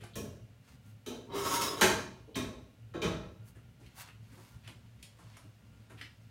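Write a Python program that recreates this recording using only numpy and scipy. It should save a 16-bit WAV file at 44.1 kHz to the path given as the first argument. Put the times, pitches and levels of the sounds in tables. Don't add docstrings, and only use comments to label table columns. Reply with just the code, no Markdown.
import sys
import numpy as np
from scipy import signal
from scipy.fft import rfft, irfft, next_fast_len
from scipy.io import wavfile
from scipy.ndimage import map_coordinates

SR = 44100
rng = np.random.default_rng(int(sys.argv[2]) if len(sys.argv) > 2 else 0)


def wrap_up_sound(samples):
    columns = np.atleast_2d(samples).T
    tamed = np.clip(columns, -1, 1)
    steps = np.round(tamed * 32767).astype(np.int16)
    wavfile.write(sys.argv[1], SR, steps)


N = 277830
T = np.arange(SR * 7 // 10) / SR

# (frequency [Hz], t60 [s])
ROOM_DECAY = [(100, 0.98), (260, 0.44), (700, 0.58), (1840, 0.41), (4850, 0.53), (12800, 0.35)]
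# (frequency [Hz], relative density [dB])
AIR_SPECTRUM = [(25, -26.5), (45, -14), (64, 1), (85, -9), (120, -2.5), (160, -7), (240, -8), (340, -23),
                (550, -20.5), (1000, -30), (2400, -28.5), (4500, -35.5), (10000, -41.5), (15800, -43)]
# (frequency [Hz], width [Hz], level [dB])
FAN_TONES = [(110.3, 19, -58.5), (1403, 20, -83), (2790, 12, -86.5), (2970, 28, -88)]
# (frequency [Hz], relative density [dB])
CLOTH_SPECTRUM = [(200, -22), (900, 7.5), (3000, 1), (7000, -3.5), (15000, -15)]
# (peak time [s], level [dB], half length [s], treble gain [dB])
CLOTH_SWISHES = [(0.702, -66.5, 0.057, 4), (0.893, -71.5, .05, 14), (3.484, -69.5, 0.032, 19.5),
                 (4.001, -54, 0.031, 15), (4.053, -59.5, 0.054, 0), (4.435, -67.5, 0.14, 12),
                 (5.293, -67.5, .08, -4)]
# (time [s], thud [dB], scuff [dB], scuff pitch [Hz])
SOLE_LANDINGS = [(0.005, -57, -65.5, 2020), (3.551, -62.5, -69.5, 1500), (3.798, -62, -68.5, 600),
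                 (4.315, -61, -70, 1500), (4.37, -60.5, -66.5, 958), (4.673, -61.5, -63.5, 900),
                 (5.185, -62.5, -64.5, 990), (5.435, -63, -72.5, 706), (5.896, -59.5, -62, 1370)]
# (time [s], slap [dB], pitch [Hz], hiss [dB], peel [dB])
HEEL_SLAPS = [(0.036, -58.5, 810, -63.5, -60.5), (3.862, -66.5, 2720, -78, -69.5),
              (4.085, -61.5, 1940, -76, -75), (4.675, -56, 2560, -67.5, -61.5),
              (5.026, -57.5, 3400, -62.5, -82), (5.368, -63, 1110, -64.5, -65.5),
              (6.012, -50, 2200, -83, -58)]
# (time [s], speed re full speed [dB])
SLIDE_SPEED = [(1.275, -46), (1.305, -21), (1.35, -8), (1.385, -5), (1.49, -2.5), (1.55, 0.5), (1.59, -3),
               (1.64, 0), (1.72, -5.5), (1.81, -6.5)]
# (relative level at full speed [dB], growth with speed [dB/dB])
FRICTION_BANDS = [(-31.5, 0.62), (-29, 1.3), (-31, 2.34)]
# (frequency [Hz], relative density [dB])
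FRICTION_SPECTRUM = [(40, -9), (110, -8.5), (300, -3), (600, -8), (750, -5.5), (1200, -0.5), (1600, -3.5),
                     (1780, -6), (2400, -7.5), (3400, -7), (4250, -10.5), (5200, -5), (7600, -9.5),
                     (15800, -12)]
# (frequency [Hz], width [Hz], gain [dB])
RAIL_MODES = [(270, 70, 7), (410, 130, 9), (565, 60, 9), (935, 50, 10), (1090, 80, 11), (1310, 60, 12),
              (2150, 130, 4), (3100, 100, 7), (3490, 90, 6), (3850, 80, 8), (4600, 110, 2), (5570, 120, 4),
              (8610, 120, 3), (9500, 150, 2)]
# (frequency [Hz], width [Hz], relative level [dB])
RAIL_TONES = [(935, 16, -49), (1313, 28, -45), (3500, 30, -53), (3870, 35, -52), (5118, 25, -44),
              (6575, 20, -49), (6985, 30, -54), (10864, 18, -54), (11068, 22, -55)]
# (time [s], level [dB])
RAIL_CATCHES = [(1.353, -51.5), (1.438, -48), (1.516, -47), (1.538, -37.5), (1.611, -37.5)]
# (frequency [Hz], width [Hz], gain [dB])
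FRAME_MODES = [(240, 90, 2), (390, 140, 3), (935, 60, 0), (1080, 60, 1), (1315, 45, 5), (1595, 60, 3),
               (2500, 200, 0), (3110, 110, 3), (3540, 100, 4), (3860, 90, 3), (6050, 600, 2)]
# (frequency [Hz], level re thump [dB], t60 [s])
SWAY_MODES = [(64.8, 0.5, .55), (99.1, -1, 0.93), (186.2, -5.5, 0.68)]
# (frequency [Hz], relative level [dB], t60 [s])
ARM_MODES = [(2482, -7, .35), (3100, -6, .4), (3540, -2, .35), (3580, -5, .45), (3825, -5, .5),
             (3850, -3, .55), (3885, -3, .7), (4690, -10, .45), (6100, -9, .4), (6985, -11, .4)]
# (frequency [Hz], relative level [dB], t60 [s])
MOUNT_MODES = [(425, 0, .5), (461, 0, .45), (541, -2, .45), (618, -3, .45), (825, -1, .36), (846, -2, .36),
               (1067, 0, .35), (1315, 1, .4), (1420, -1, .36), (1598, -2, .4), (1629, -3, .45),
               (2423, -6, .62), (3784, -9, .4), (4021, -8, .41), (4495, -13, .62), (5125, -9, .52),
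               (5685, -10, .35), (9921, -16, .3), (11790, -12, .24)]
# (time [s], level [dB])
SLACK_TICKS = [(0.134, -61), (2.344, -48.5)]
# (time [s], wall thump [dB], panel knock [dB], steel clack [dB], arm ring [dB],
# hardness as treble cutoff [Hz], panel boom [Hz])
FRAME_BLOWS = [(0.155, -44, -43, -48, -73, 40000, 210), (1.061, -67, -43.5, -49.5, -55, 9000, 254.4),
               (1.098, -75, -49.5, -62, -82, 3000, 252), (1.813, -40.5, -30, -31.5, -50, 10000, 369.6),
               (2.268, -70, -57.5, -84, -84, 1000, 435), (2.354, -43, -38, -44.5, -48.5, 9000, 254.1),
               (2.937, -48, -41, -62, -55.5, 3800, 330), (3.016, -47, -38.5, -41, -46.5, 2600, 442),
               (3.038, -38.5, -37, -50.5, -59, 5540, 325.4)]


def amp(db):
    return np.exp(np.log(10) / 20 * np.asarray(db))


def unit(x):
    return x / np.sqrt(np.mean(x ** 2) + 1e-20)


def at_level(hit, db):
    return amp(db) * np.sqrt(.08 * SR) / np.linalg.norm(hit) * hit


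def add(track, s, sound):
    part = track[max(round(s * SR), 0):][:len(sound)]
    part += sound[:len(part)]


def along(points, hz):
    f, values = np.transpose(points)
    return np.interp(np.log(hz + 1), np.log(f + 1), values)


def filtered(x, response):
    size = next_fast_len(len(x) + 2048, True)
    return irfft(rfft(x, size) * response(np.fft.rfftfreq(size, 1 / SR)), size)[:len(x)]


def split(x, edges_hz):
    return [signal.sosfilt(signal.butter(3, band, "band", fs=SR, output="sos"), x)
            for band in zip(edges_hz, edges_hz[1:])]


def resonances(modes, f):
    return sum(amp(db) * 1j * f * width / (hz * hz - f * f + 1j * f * width) for hz, width, db in modes)


def peak(f, hz, width):
    return 1 / (1 + (2 * (f - hz) / width) ** 2)


def fuzzy_tones(lines):
    def response(f):
        return sum(amp(db) * np.sqrt(2 * SR / (np.pi * w)) * peak(f, hz, w) for hz, w, db in lines)
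    return filtered(rng.standard_normal(N), response)


def ring(modes, rise):
    tones = sum(amp(db - 60 * T / t60) * np.sin(2 * np.pi * (hz * T + rng.random()))
                for hz, db, t60 in modes)
    return tones * (1 - np.exp(-T / rise))


def wobble(rate):
    knots = rng.standard_normal(int(N * rate / SR) + 4)
    return map_coordinates(knots, [np.arange(N) * rate / SR])


def grains(rate):
    return unit(rng.standard_normal(N) * (rng.random(N) < rate / SR))


def contact(length, rise, size=len(T)):
    t = T[:size]
    return rng.standard_normal(size) * amp(-20 * t / length) * (1 - np.exp(-t / rise))


def room(x, direct_db, t60_scale=1):
    size = min(len(x), len(T))
    hz, t, spectra = signal.stft(rng.standard_normal(size), SR, nperseg=256)
    t60 = t60_scale * along(ROOM_DECAY, hz)[:, None]
    tail = signal.istft(spectra * amp(-60 * t / t60), SR, nperseg=256)[1][:size]
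    tail *= 1 - np.exp(-T[:size] / 0.0027)
    return amp(direct_db) * x + signal.fftconvolve(x, tail / np.linalg.norm(tail))[:len(x)]


def fan():
    air = unit(filtered(rng.standard_normal(N), lambda f: amp(along(AIR_SPECTRUM, f))))
    bass = filtered(air, lambda f: 1 / (1 + (f / 300) ** 4))
    flutter = amp(2.7 * wobble(rate=23))
    return amp(-60.5) * (air - bass + flutter * bass) + flutter * fuzzy_tones(FAN_TONES)


def clothes():
    t = np.arange(N) / SR
    creases = grains(rate=980) * amp(2.5 * wobble(rate=77))
    rustle = unit(filtered(room(creases, direct_db=-2), lambda f: amp(along(CLOTH_SPECTRUM, f))))
    treble = filtered(rustle, lambda f: 1 / (1 + (10800 / (f + 1)) ** 4))
    walking = (t > 3.8) & (t < 6.3)
    out = amp(-75) * walking * rustle
    for s, db, half_length, treble_db in CLOTH_SWISHES:
        swell = amp(db) * np.exp(-((t - s) / half_length) ** 2)
        out += swell * (rustle + (amp(treble_db) - 1) * treble)
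    return out


def sandal(thud_db, slap_db, hz, hiss_db, rise, length, relative_width=1):
    step = room(contact(length, rise, size=SR // 3), direct_db=-1, t60_scale=0.67)
    thud, hiss = split(step, [95, 420])[0], split(step, [3300, 11000])[0]
    slap = filtered(step, lambda f: resonances([(hz, relative_width * hz, 0)], f) ** 2)
    return at_level(thud, thud_db) + at_level(slap, slap_db) + at_level(hiss, hiss_db)


def footsteps():
    peel_lead_s, peel_hz = .042, 2300
    out = np.zeros(N)
    for s, thud_db, scuff_db, hz in SOLE_LANDINGS:
        scuff = sandal(thud_db, scuff_db, hz, scuff_db - 7, rise=.0045, length=.05, relative_width=.92)
        add(out, s, scuff)
    for s, db, hz, hiss_db, peel_db in HEEL_SLAPS:
        peel = sandal(peel_db - 12, peel_db, peel_hz, peel_db - 20, rise=.03, length=.071)
        add(out, s - peel_lead_s, peel)
        add(out, s, sandal(db - 13.5, db, hz, hiss_db, rise=.0012, length=.012))
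    return out


def rail_response(f):
    mode_power = sum(amp(2 * db) * peak(f, hz, width) ** 2 for hz, width, db in RAIL_MODES)
    return amp(along(FRICTION_SPECTRUM, f)) * np.sqrt(1 + mode_power)


def rail_slide():
    speed_db = np.interp(np.arange(N) / SR, *np.transpose(SLIDE_SPEED), left=-200, right=-200)
    drag, scrape, grit = (amp(db + growth * speed_db) for db, growth in FRICTION_BANDS)
    slips = grains(rate=900) * amp(3 * wobble(rate=45))
    rub = room(filtered(slips, rail_response), direct_db=-4)
    bands = split(rub, [55, 720, 4150, 17000])
    out = amp(-4.5) * sum(gain * unit(band) for gain, band in zip((drag, scrape, grit), bands))
    for s, db in RAIL_CATCHES:
        catch = filtered(contact(length=0.0081, rise=0.0036, size=SR // 3), rail_response)
        tick = split(catch, [800, 16000])[0]
        add(out, s, at_level(room(tick, direct_db=-7.5, t60_scale=0.86), db))
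    add(out, 1.318, ring([(3875, -49, .45)], rise=0.0037))
    decay = amp(-60 * T / .18)
    stored = signal.fftconvolve(grit, decay / np.sum(decay))[:N]
    tones = sum(fuzzy_tones([line]) * amp(3 * wobble(rate=11.1)) for line in RAIL_TONES)
    return out + amp(32) * stored * tones


def frame_shake(hard_hz, length):
    f = np.fft.rfftfreq(len(T), 1 / SR)
    response = (1 + resonances(FRAME_MODES, f)) / (1 + 1j * f / hard_hz) ** 2
    force = contact(length, rise=16 / hard_hz)
    return room(irfft(rfft(force) * response, len(T)), direct_db=-8)


def rebounds():
    rock_s, firm_knock_db = .084, -37.5
    loss_db = np.array([9, 10.5, 10.5, 21.5])
    for s, thump_db, knock_db, clack_db, _, hard_hz, _ in FRAME_BLOWS:
        clank_db = -43 + 2.04 * (knock_db - firm_knock_db)
        band_db = np.array([thump_db, knock_db, clank_db, clack_db])
        for k in range(3):
            yield s + k * rock_s, hard_hz, band_db - k * loss_db


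def panel_knocks():
    lag_s = 0.00502
    out = np.zeros(N)
    arms = ring(ARM_MODES, rise=0.011)
    for s, hard_hz, (thump_db, knock_db, clank_db, clack_db) in rebounds():
        shake = frame_shake(hard_hz, length=0.019)
        thump, knock, clank, clack = split(shake, [50, 170, 650, 2200, 17000])
        add(out, s, at_level(clank, clank_db) + at_level(clack, clack_db))
        add(out, s + lag_s, at_level(thump, thump_db) + at_level(knock, knock_db))
    for s, thump_db, knock_db, _, arm_db, _, boom_hz in FRAME_BLOWS:
        boom = ring([(boom_hz, knock_db + 2.5, 0.58)], rise=0.0031)
        sway = amp(thump_db) * ring(SWAY_MODES, rise=0.023)
        add(out, s + lag_s, boom + sway)
        add(out, s, amp(arm_db) * arms)
    for s, db in SLACK_TICKS:
        tick = split(frame_shake(hard_hz=4000, length=0.0098), [3150, 4500])[0]
        add(out, s, at_level(tick, db))
    crack = split(frame_shake(hard_hz=11000, length=0.0033), [600, 17000])[0]
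    end_stop = at_level(crack, db=-29.5) + amp(-30) * ring(MOUNT_MODES, rise=0.005)
    add(out, 1.811, end_stop)
    return out


def scene():
    return (panel_knocks() + rail_slide() + footsteps() + clothes() + fan())[None]


def record(dry):
    return np.array([filtered(x, lambda hz: hz < 15850) for x in dry])


dry = scene()
out = record(dry)
wrap_up_sound(out)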